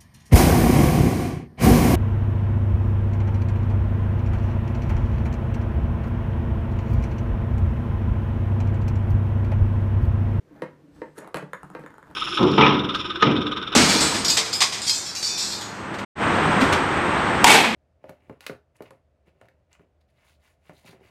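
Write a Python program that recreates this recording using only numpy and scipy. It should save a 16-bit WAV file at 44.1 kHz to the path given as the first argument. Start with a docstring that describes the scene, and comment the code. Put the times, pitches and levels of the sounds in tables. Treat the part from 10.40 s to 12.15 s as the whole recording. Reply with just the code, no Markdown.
"""Toy club and ball in a hallway

A toddler knocks a hollow plastic club on a hard floor and scuffs it once; the tube rings and clacks.
A small hollow ball drops, bounces unevenly, quicker and fainter toward the end, and rolls softly.
Soft steps thump and shuffle. The floor booms under the blows and the close walls answer,
over room air and a faint low hum."""
import sys
import numpy as np
from scipy import signal
from scipy.fft import rfft, irfft
from scipy.io import wavfile
from scipy.ndimage import uniform_filter1d

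SR = 44100
rng = np.random.default_rng(int(sys.argv[2]) if len(sys.argv) > 2 else 0)


def master(y):
    """Save y as 16-bit WAV."""
    cut = np.clip(np.atleast_2d(y).T, -1, 1)
    pcm = np.round(cut * 32767)  # scale
    wavfile.write(sys.argv[1], SR, pcm.astype(np.int16))


N = 77175
T = np.arange(N) / SR

# Club knocks. Each row: start in seconds, pitch ratio, then tube, clack, snap, tick, boom levels in dB.
CLUB_KNOCKS = [(0.2206, 1.0, -30, -42, -54, -62, -40.5), (0.6176, 0.95, -33.5, -47.5, -63.5, -77, -58.5),
               (0.7802, 0.9, -41.5, -55.5, -76, -56, -61), (0.8092, 0.9, -46.5, -63, -88, -82, -66),
               (0.845, 0.807, -53.5, -50, -70, -89, -53.5), (0.9439, 0.99, -32, -34, -45, -51, -39),
               (0.959, 1.03, -44, -48, -66, -55, -52), (0.9696, 1.206, -35, -39.5, -63, -53, -75),
               (1.0254, 0.9, -39.5, -49, -66, -79, -39.5), (1.3501, 0.98, -38.5, -42, -59, -70.5, -59),
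               (1.39, 0.94, -47, -56, -89, -85, -48), (1.438, 0.93, -45.5, -58, -72, -96, -69)]
# Club scuff. Each row: peak time, rise, fall in seconds, then tube, rattle, hiss levels in dB.
SCUFF_SWELLS = [(0.786, 0.013, 0.0019, -45, -48, -48), (0.815, 0.0096, 0.04, -45, -55, -94)]
# Ball bounces. Each row: start in seconds, clack level in dB, clack pitch ratio,
# then shell, tick, boom levels in dB.
BALL_BOUNCES = [(0.5617, -66.5, 0.82, -94, -83, -77), (0.7869, -55, 1.09, -60, -56.5, -57.5),
                (0.8746, -46.5, 0.72, -79, -63.5, -70), (1.1328, -35, 1.05, -59.5, -56, -48),
                (1.231, -45, 0.82, -71.5, -63, -43.5), (1.301, -51, 0.79, -72.5, -69.5, -44.5),
                (1.3949, -60, 1.23, -85, -71, -82), (1.462, -46, 1.07, -69, -69, -58.5),
                (1.505, -57, 0.94, -81, -77, -82), (1.5407, -54.5, 0.93, -73.5, -87, -66),
                (1.5813, -50.5, 0.88, -80, -69.5, -81), (1.6276, -52.5, 1.02, -75, -77, -58.5),
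                (1.6706, -60, 0.83, -83, -84, -64), (1.7113, -55, 0.88, -83, -74.5, -54.5)]
# Footfalls. Each row: start in seconds, heel level in dB, sole level in dB.
FOOTFALLS = [(0.109, -79, -55.5), (0.482, -87, -59.5), (0.521, -59, -70), (0.556, -59, -72),
             (0.59, -54, -55), (0.945, -51.5, -46), (1.231, -55.5, -58), (1.696, -55, -57)]
# Feet and clothes shuffle; the last swell is the ball rolling softly on the floor.
# Each row: peak time, rise, fall in seconds, then rub, swish, slide levels in dB.
SHUFFLE_AND_ROLL_SWELLS = [(0.16, 0.048, 0.12, -50.5, -61, -91), (0.434, 0.022, 0.04, -58, -94, -94),
                           (0.555, 0.031, 0.13, -61, -70, -70), (0.591, 0.0042, 0.0048, -48, -59, -80),
                           (1.422, 0.18, 0.11, -54, -58.5, -78), (1.68, 0.064, 0.26, -79, -64, -80)]
# Near-wall echoes. Each row: delay in seconds, gain in dB.
WALL_ECHOES = [(0.0066, -19.5), (0.012, -18.5), (0.016, -13.5), (0.023, -33.5)]

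# Modes of struck bodies and the hallway. Each row: frequency in Hz, relative level in dB, T60 in seconds.
TUBE_MODES = [(237, -11.5, 0.08), (330, -8.5, 0.077), (505.7, 4.5, 0.029), (650.8, -19, 0.2),
              (965.5, -7.5, 0.048), (1107, -22.5, 0.076), (1856, -11, 0.024), (2164, -18.5, 0.026)]
CLUB_CLACK_MODES = [(659, 0, 0.031), (843, 6, 0.0091), (1241, 10.5, 0.0076), (1642, -6.5, 0.037),
                    (2005, -17, 0.023), (2470, -17.5, 0.048), (2784, -13.5, 0.03)]
TIP_MODES = [(2980, 8.5, 0.0078), (3865, -3, 0.011), (4190, 6, 0.005)]
BALL_CLACK_MODES = [(383, -12, 0.043), (502, -3, 0.032), (974, -1.5, 0.026), (1284, 1.5, 0.013),
                    (1608, 1, 0.019), (1978, -2.5, 0.0087), (3420, -18.5, 0.013)]
SHELL_MODES = [(6570, -4.5, 0.026), (6930, 4, 0.027), (8530, -5, 0.028), (10550, -2, 0.018),
               (12250, -5, 0.013)]
FLOOR_MODES = [(148.34, 2, 0.25), (186, -2, 0.21), (204, -16, 0.24)]
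HEEL_MODES = [(62.6, 33, 0.033), (83, -28, 0.06)]
SOLE_MODES = [(178, 13.5, 0.24), (294, 21.5, 0.06), (431, 20, 0.026), (960, 4.5, 0.06), (1480, -14, 0.035)]
STANDING_WAVES = [(151.4, -3, 1), (280, -24, 0.56), (492, 1, 0.082), (505.6, 6, 0.079)]

# Noise spectra of contact, friction and room. Each row: frequency in Hz, relative level in dB.
CLUB_TICK_SPECTRUM = [(1500, -12), (2800, -2), (4300, 2), (5900, 0), (7300, -2), (8400, 4.5), (9100, -2),
                      (10000, 5), (13000, -7), (15500, -13)]
SCUFF_SPECTRUM = [(500, 11.5), (1800, 15), (2600, -3), (6200, -3), (7500, 1.5), (10200, 2), (12500, -5),
                  (15500, -12)]
BALL_TICK_SPECTRUM = [(1500, -13), (2800, -3), (3600, 0.5), (4400, -5.5), (6000, -10.5), (8000, -0.5),
                      (10500, 2.5), (13000, -10), (15500, -11)]
RUB_SPECTRUM = [(60, -30), (115, -9), (150, 7.5), (200, -12), (255, -0.5), (310, 0), (370, -9), (480, -9),
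                (700, -33), (2000, -55)]
SWISH_SPECTRUM = [(200, 9.5), (950, 8.5), (1900, 3), (2600, -11.5), (6000, -20.5), (8000, -25),
                  (10000, -20), (15000, -20)]
SLIDE_SPECTRUM = [(2000, 1), (3200, 1), (5800, 0.5), (7000, -9), (8100, 3.5), (9000, -7), (12000, -11),
                  (15000, -12)]
TAIL_SPECTRUM = [(50, -19), (110, -4), (150, -18), (190, 4.5), (320, 2), (500, -0.5), (1000, 2),
                 (1900, 2.5), (3000, 1.5), (4300, -1.5), (7000, 2.5), (14000, -7)]
AIR_SPECTRUM = [(25, -19), (55, 1.5), (100, 2.5), (150, 2), (220, 1.5), (290, 4.5), (480, 2), (800, -11),
                (1000, -12.5), (1900, -16), (2700, -21), (6000, -28), (11000, -34.5), (15000, -38)]


def club():
    """Each knock rings the hollow tube and the floor; hard ones also clack, snap the stiff tip and tick."""
    snap, boom, out = ring(TIP_MODES), ring(FLOOR_MODES), np.zeros(N)
    for start_s, pitch, tube_db, clack_db, snap_db, tick_db, boom_db in CLUB_KNOCKS:
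        out += strike(start_s, tube_db, ring(TUBE_MODES, pitch))
        out += strike(start_s, clack_db, ring(CLUB_CLACK_MODES, pitch))
        out += strike(start_s, snap_db, snap)
        out += strike(start_s, tick_db, tick(CLUB_TICK_SPECTRUM))
        out += strike(start_s, boom_db, boom)
    return out


def ball():
    """Each bounce clacks at a pitch set by where it lands, rings the thin shell and nudges the floor."""
    shell, boom, out = ring(SHELL_MODES), ring(FLOOR_MODES), np.zeros(N)
    for start_s, clack_db, pitch, shell_db, tick_db, boom_db in BALL_BOUNCES:
        out += strike(start_s, clack_db, ring(BALL_CLACK_MODES, pitch))
        out += strike(start_s, shell_db, shell)
        out += strike(start_s, tick_db, tick(BALL_TICK_SPECTRUM))
        out += strike(start_s, boom_db, boom)
    return out


def scuff():
    """The club head slides: rough friction hisses, shakes the tube and rattles its wall."""
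    out = np.zeros(N)
    for peak_s, rise_s, fall_s, tube_db, rattle_db, hiss_db in SCUFF_SWELLS:
        force = swell(peak_s, rise_s, fall_s) * grain(depth_db=-3, samples=60)
        body = amp(tube_db) * ring(TUBE_MODES) + amp(rattle_db) * ring(CLUB_CLACK_MODES)
        out += convolve(force * rng.standard_normal(N), body)
        out += amp(hiss_db) * force * noise(SCUFF_SPECTRUM)
    return out


def steps():
    """Heels thump and soles pat."""
    heel, sole, out = ring(HEEL_MODES), ring(SOLE_MODES), np.zeros(N)
    for start_s, heel_db, sole_db in FOOTFALLS:
        out += strike(start_s, heel_db, heel) + strike(start_s, sole_db, sole)
    return out


def shuffle_and_roll():
    """Feet and clothes shuffle; the last swell is the ball rolling softly on the floor."""
    rub = noise(RUB_SPECTRUM)
    swish = noise(SWISH_SPECTRUM) * grain(depth_db=4.5, samples=200)
    slide, out = noise(SLIDE_SPECTRUM), np.zeros(N)
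    for peak_s, rise_s, fall_s, rub_db, swish_db, slide_db in SHUFFLE_AND_ROLL_SWELLS:
        friction = amp(rub_db) * rub + amp(swish_db) * swish + amp(slide_db) * slide
        out += swell(peak_s, rise_s, fall_s) * friction
    return out


def hallway(sound, tail_db, modes_db=-41, build_s=0.0027, low_hz=740, high_hz=2580):
    """Direct sound plus near-wall echoes, standing waves and a short diffuse tail."""
    wash = noise(TAIL_SPECTRUM)
    low = signal.sosfiltfilt(signal.butter(3, low_hz, "low", fs=SR, output="sos"), wash)
    high = signal.sosfiltfilt(signal.butter(3, high_hz, "high", fs=SR, output="sos"), wash)
    mid = wash - low - high
    tail = low * fade(t60_s=0.22) + mid * fade(t60_s=0.27) + high * fade(t60_s=0.23)
    tail *= 1 - np.exp(-T / build_s)
    response = amp(tail_db) * unit(tail) + amp(modes_db) * ring(STANDING_WAVES)
    response[0] += 1  # direct path
    for delay_s, db in WALL_ECHOES:
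        response[int(delay_s * SR)] += amp(db)
    return convolve(sound, response)


def room_tone(air_db=-59.5, hum_db=-64.5, hum_hz=149.8):
    """Steady room air and a faint, wavering hum."""
    hum = amp(hum_db) * np.sqrt(2) * np.sin(2 * np.pi * hum_hz * T)
    waver = grain(depth_db=4, samples=5000)
    return hum * waver + amp(air_db) * noise(AIR_SPECTRUM)


def ring(modes, pitch=1, rise_cycles=0.3):
    """Decaying modes of alternating sign, unit energy; little radiates below the lowest."""
    swing = np.zeros(N)
    for k, (hz, db, t60_s) in enumerate(modes):
        envelope = amp(db) * fade(t60_s) * (1 - np.exp(-hz * T / rise_cycles))
        swing += (-1) ** k * envelope * np.sin(2 * np.pi * hz * pitch * T)
    cut_hz = 0.86 * modes[0][0]
    return unit(signal.sosfilt(signal.butter(2, cut_hz, "high", fs=SR, output="sos"), swing))


def tick(spectrum):
    """Brief bright crack of plastic meeting the floor."""
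    return unit(noise(spectrum) * fade(t60_s=0.017))


def strike(start_s, db, response, blow_s=0.025):
    """Set off a unit-energy response; db is its level with the energy spread over blow_s."""
    delayed = np.concatenate([np.zeros(int(start_s * SR)), response])[:N]
    return amp(db) * np.sqrt(blow_s * SR) * delayed


def noise(spectrum):
    """Shaped noise, rms 1."""
    hz, db = np.array(spectrum).T
    gain = amp(np.interp(np.log(np.fft.rfftfreq(N, 1 / SR) + 1), np.log(hz), db))
    return unit(irfft(rfft(rng.standard_normal(N)) * gain, N)) * np.sqrt(N)


def grain(depth_db, samples):
    """Random gain, smoothed over a span of samples."""
    return amp(depth_db * np.sqrt(samples) * uniform_filter1d(rng.standard_normal(N), samples))


def swell(peak_s, rise_s, fall_s):
    """Exponential rise and fall; rise_s and fall_s are time constants."""
    return np.exp(np.minimum((T - peak_s) / rise_s, (peak_s - T) / fall_s))


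def fade(t60_s):
    return np.exp(-np.log(1000) * T / t60_s)


def amp(db):
    return 10 ** (np.asarray(db) / 20)


def unit(x):
    """Scale to energy 1."""
    return x / np.sqrt(np.sum(x ** 2))


def convolve(x, response):
    return signal.fftconvolve(x, response)[:N]


def scene():
    """Knocks, bounces and softer sounds take their own paths through the hallway, over room tone."""
    knocks = hallway(club(), tail_db=-4.5)
    bounces = hallway(ball(), tail_db=-7)
    soft = hallway(scuff() + steps() + shuffle_and_roll(), tail_db=-1.5)
    return (knocks + bounces + soft + room_tone())[None]


def record(dry, top_hz=15300):
    """Steep low-pass on the top treble."""
    return signal.sosfilt(signal.ellip(10, .2, 70, top_hz, fs=SR, output="sos"), dry)


dry = scene()
out = record(dry)
master(out)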